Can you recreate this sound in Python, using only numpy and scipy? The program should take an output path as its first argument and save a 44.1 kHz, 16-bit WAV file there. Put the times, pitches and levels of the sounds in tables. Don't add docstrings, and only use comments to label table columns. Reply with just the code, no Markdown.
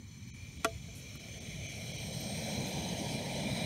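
import sys
import numpy as np
from scipy import signal
from scipy.io import wavfile
from scipy.ndimage import uniform_filter1d

SR = 44100
rng = np.random.default_rng(int(sys.argv[2]) if len(sys.argv) > 2 else 0)


def int16_out(signal):
    q = np.round(np.clip(np.atleast_2d(signal).T, -1, 1) * 32767)
    wavfile.write(sys.argv[1], SR, q.astype(np.int16))


def decibels_to_gain(level_db):
    exponent = np.asarray(level_db, float) / 20
    return 10 ** exponent


N = 160965


def evened(x):
    return x / np.sqrt(np.mean(x ** 2) + 1e-20)


def read(points, hz):
    point_hz, value = np.transpose(points)
    return np.interp(np.log(hz + 1), np.log(point_hz + 1), value)


def add(mix, start_s, sound):
    part = mix[round(start_s * SR):][:len(sound)]
    part += sound[:len(part)]


def unit_db(db):
    return db - 10 * np.log10(np.sum(decibels_to_gain(db) ** 2))


def smooth(x, bins, frames):
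    return uniform_filter1d(uniform_filter1d(x, bins, 0), frames, 1)


def noise(level_field, size, patches):
    hop = size // 4
    frames = N // hop + 5
    hz = np.fft.rfftfreq(size, 1 / SR)
    real, imag, *seeds = rng.standard_normal((frames, len(hz), 2 + len(patches))).T
    drift_db = 0
    for seed, (db, bins, span) in zip(seeds, patches):
        drift_db = drift_db + db * evened(smooth(seed, bins, span))
    z = (real + 1j * imag) * decibels_to_gain(level_field(hz, np.arange(frames) * hop / SR) + drift_db)
    return np.sqrt(3 / 2) * signal.istft(z, nperseg=size, noverlap=size - hop)[1][:N]


# start_s, length_s, level_db, low_hz, high_hz
RUSTLES = [(.275, .03, -66, 10500, 15000), (0.947, .1, -51.5, 6500, 12600),
           (1.152, 0.013, -50, 8500, 15800), (2.202, 0.027, -43, 12000, 14800),
           (2.66, 0.1, -50, 8950, 14000)]


def fingers():
    out = np.zeros(N)
    for start_s, length_s, level_db, low_hz, high_hz in RUSTLES:
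        n = round(length_s * SR)
        grit = rng.standard_normal(8000)[:n]
        band = signal.butter(2, [low_hz, high_hz], "band", fs=SR, output="sos")
        swell = np.sin(np.pi * (np.arange(n) / n) ** 0.49) ** 1.5
        add(out, start_s, decibels_to_gain(level_db) * signal.sosfilt(band, grit) * swell)
    return out


def ring(modes, t, phases):
    return sum(decibels_to_gain(db - 60 * t / t60_s) * np.sin(2 * np.pi * hz * t + phase)
               for (hz, db, t60_s), phase in zip(modes, phases))


# start_s, level_db, dullness (0-1)
CLACKS = [
    (.6385, -41, .35),
    (.6420, -38, .5),
    (.6459, -14, .05),
    (.6476, -17, .25),
    (.6492, -16, .55),
    (.6515, -13, .65),
    (.6553, -24, .55),
    (1.154, -38, .6),
]
# pitch_hz, level_db, t60_s
KNOB = [(298, -7.5, 0.027), (1160, -8, 0.037), (1397, -4, 0.028), (1930, -12, .022), (2440, -1.5, 0.0072),
        (2940, -19.5, 0.06), (3390, -8.5, 0.031), (4000, -5.5, 0.013), (5200, -8, 0.0085),
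        (6260, -2.5, 0.008), (7960, -6.5, .012), (10960, 1, 0.004), (13500, -21, .01)]
# start_s, level_db
POT_HITS = [
    (.6482, -26),
    (.883, -53.5),
]
# pitch_hz, level_db, t60_s
POT = [(441, -4, .14), (506, -15, .15), (668, 0, .15), (560, -14, .06), (820, -13, .04), (1233, -23, .12),
       (1590, -12, .07)]


def valve():
    crack_db, crack_t60_s = -4.7, 0.043
    knob_attack_s, pot_attack_s = 0.000087, 0.0012
    out = np.zeros(N)
    t = np.arange(SR // 3) / SR
    grits = rng.standard_normal((len(CLACKS), len(t)))
    for (start_s, level_db, dull), grit in zip(CLACKS, grits):
        crack = decibels_to_gain(crack_db - 60 * t / crack_t60_s) * signal.lfilter([.25, .5, .25], [1], grit)
        clack = ring(KNOB, t, 3 * grit) + crack
        dull = np.clip(dull, 0, .99)
        clack = signal.lfilter([(1 - dull) ** 2], [1, -2 * dull, dull ** 2], clack)
        add(out, start_s, decibels_to_gain(level_db) * clack / 3 * np.minimum(t / knob_attack_s, 1))
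    pot = ring(POT, t, np.zeros(len(POT))) * np.minimum(t / pot_attack_s, 1)
    for start_s, level_db in POT_HITS:
        add(out, start_s, decibels_to_gain(level_db) * pot)
    return out


# time_s, jet_db
FLOW = [(0.0, -61), (0.27, -58), (0.57, -55), (1.12, -53), (1.47, -50.5), (1.93, -48.5), (2.14, -46.5),
        (2.51, -44), (3.11, -43.5), (3.65, -43.5)]


def flow(t):
    low_db, high_db = -55.5, -43.5
    time_s, jet_db = np.transpose(FLOW)
    db = np.interp(t, time_s, jet_db)
    return db, np.clip((db - low_db) / (high_db - low_db), -.2, 1.2)


# pitch_hz, level_db
SMALL_ROAR = [(20, -51), (40, -28), (60, -4), (105, 2), (180, -7), (235, -9.5), (330, -21.5), (1100, -36)]
MID_ROAR = [(20, -38), (45, -19), (65, -3), (120, 2), (230, -9), (330, -18.5), (660, -16.5), (900, -35.5)]
BIG_ROAR = [(20, -67), (45, -54), (65, -5.5), (190, 3), (340, -12.5), (630, -6.5), (960, -16), (1120, -33)]


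def roar():
    mid_size = 0.41

    def level_field(hz, t):
        top_db = -40 * np.log10(np.maximum(hz / 1120, 1))

        def colour(points, level_db):
            return unit_db(read(points, hz) + top_db)[:, None] + level_db

        small, mid, big = colour(SMALL_ROAR, -48.5), colour(MID_ROAR, -45.5), colour(BIG_ROAR, -38.5)
        size = flow(t)[1]
        early = np.minimum(size / mid_size, 1)
        late = np.maximum(size - mid_size, 0) / (1 - mid_size)
        return small + early * (mid - small) + late * (big - mid)

    return noise(level_field, size=2048, patches=[(1.92, 8, 4), (0.83, 3, 20)])


# pitch_hz, width_hz, depth_db
DIPS = [(2736, 92, -17), (3740, 100, -2.5), (4790, 220, -11.5), (7130, 120, -6), (9300, 75, -20),
        (10370, 380, -12.5), (12600, 120, -9)]


def jet_colour(hz, peaks, bed, dip_share):
    power = decibels_to_gain(read(bed, hz)) ** 2
    for peak_hz, width_hz, db in peaks:
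        power = power + decibels_to_gain(db) ** 2 / (1 + (2 * (hz - peak_hz) / width_hz) ** 2) ** 2
    dips_db = dip_share * sum(db * np.exp(-((hz - dip_hz) / width_hz) ** 2) for dip_hz, width_hz, db in DIPS)
    return unit_db(10 * np.log10(power) + dips_db - 30 * (hz < 800))[:, None]


# pitch_hz, width_hz, level_db
SMALL_PEAKS = [(2338, 198, -1), (3040, 230, -10.5), (3314, 86, -6.5), (3900, 45, -4.5), (4116, 93, -9),
               (4300, 110, -9.5), (5530, 160, -9), (6000, 140, -12), (5830, 140, -15), (6174, 126, -2.5),
               (7060, 130, -6), (8600, 400, -17), (11030, 350, -22.5), (12900, 400, -44)]
BIG_PEAKS = [(2362, 148, -1), (3156, 570, -7.5), (3396, 56, -12), (3910, 100, -2), (4094, 61, -0.5),
             (4750, 37, 3), (5286, 47, -6.5), (5800, 13, 3.5), (6307, 143, -5.5), (6590, 120, -13),
             (8620, 740, -12), (9970, 99, -15), (10960, 150, -17.5), (13200, 470, -24)]
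# pitch_hz, level_db
SMALL_BED = [(900, -26.5), (1500, -25), (2100, -14), (4000, -18.5), (6500, -17), (7800, -26), (10000, -29),
             (15500, -30.5)]
BIG_BED = [(1100, -33.5), (1600, -20.5), (2100, -8.5), (3500, -11), (6000, -13.5), (7500, -21.5),
           (10000, -25), (15500, -31)]
# pitch_hz, width_hz, level_db, centre_s, spread_s
WHOOSH = [(5600, 740, 7, 2.11, 0.4), (13300, 1500, 6, 2.14, .4), (10900, 450, 6, 1.74, 0.26),
          (8530, 300, 3.5, 2.27, 0.25)]


def jet():
    def level_field(hz, t):
        db, size = flow(t)
        whoosh_db = sum(top_db * np.exp(-((hz[:, None] - mid_hz) / width_hz) ** 2 - ((t - centre_s) / spread_s) ** 2)
                        for mid_hz, width_hz, top_db, centre_s, spread_s in WHOOSH)
        small = jet_colour(hz, SMALL_PEAKS, SMALL_BED, dip_share=.4)
        big = jet_colour(hz, BIG_PEAKS, BIG_BED, dip_share=0.79)
        return db + whoosh_db + 0.13 + (1 - size) * small + size * big

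    flutter_db = 0.63 * evened(uniform_filter1d(rng.standard_normal(N), 1500))
    return noise(level_field, size=2048, patches=[(1.2, 16, 6), (1.8, 17, 40)]) * decibels_to_gain(flutter_db)


def scene():
    return (fingers() + valve() + roar() + jet())[None]


def below(db, limit_db):
    return 1 / (1 + np.exp(np.minimum(db - limit_db, 50)))


# centre_s, length_s, threshold_db (re loudest hiss band), depth_db
THINNINGS = [(.321, .030, -12, -35), (.589, .013, -14, -15), (1.186, .013, -11, -17), (1.397, .013, -12, -17),
             (1.677, .012, -13, -14), (1.931, .012, -13, -14), (1.974, .013, -13, -14),
             (2.124, .013, -13, -13)]


def drop_bands(mic):
    hole_db, hole_depth_db, hole_low_hz = -10, -30, 8900
    hz, t, z = signal.stft(mic, SR, nperseg=512, noverlap=384)

    def level(frames, bins):
        power = uniform_filter1d(uniform_filter1d(abs(z) ** 2, frames, 1), bins, 0)
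        return 10 * np.log10(abs(power) + 1e-16)

    quick_db = level(5, 2) - level(15, 3)[hz > 1500].max(0)
    thinned_db = 0
    for centre_s, length_s, threshold_db, depth_db in THINNINGS:
        gate = np.exp(-(2 * (t - centre_s) / length_s) ** 6)
        thinned_db = thinned_db + depth_db * gate * below(quick_db, threshold_db)
    contrast_db = level(21, 2) - level(21, 31)
    holes_db = hole_depth_db * below(2 * contrast_db, 2 * hole_db) * (hz[:, None] > hole_low_hz)
    return signal.istft(z * decibels_to_gain(np.minimum(thinned_db, holes_db)), SR, nperseg=512, noverlap=384)[1][:N]


def limit_band(x):
    edge_hz, transient_db, open_db = 15715, -58, -8
    low = signal.oaconvolve(x, signal.firwin(2047, edge_hz, window=("kaiser", 6), fs=SR), "same")
    top = x - low
    loud = uniform_filter1d(top ** 2, 100) > decibels_to_gain(transient_db) ** 2
    return low + decibels_to_gain(open_db) * top * uniform_filter1d(loud * 1., 200)


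def band_limit(x):
    return signal.sosfilt(signal.butter(12, 16790, fs=SR, output="sos"), x)


def record(dry):
    low_cut = signal.butter(2, 38, "high", fs=SR, output="sos")
    mic = signal.sosfilt(low_cut, dry[0])
    mix = limit_band(drop_bands(mic))[None]
    return band_limit(mix)


dry = scene()
out = record(dry)
int16_out(out)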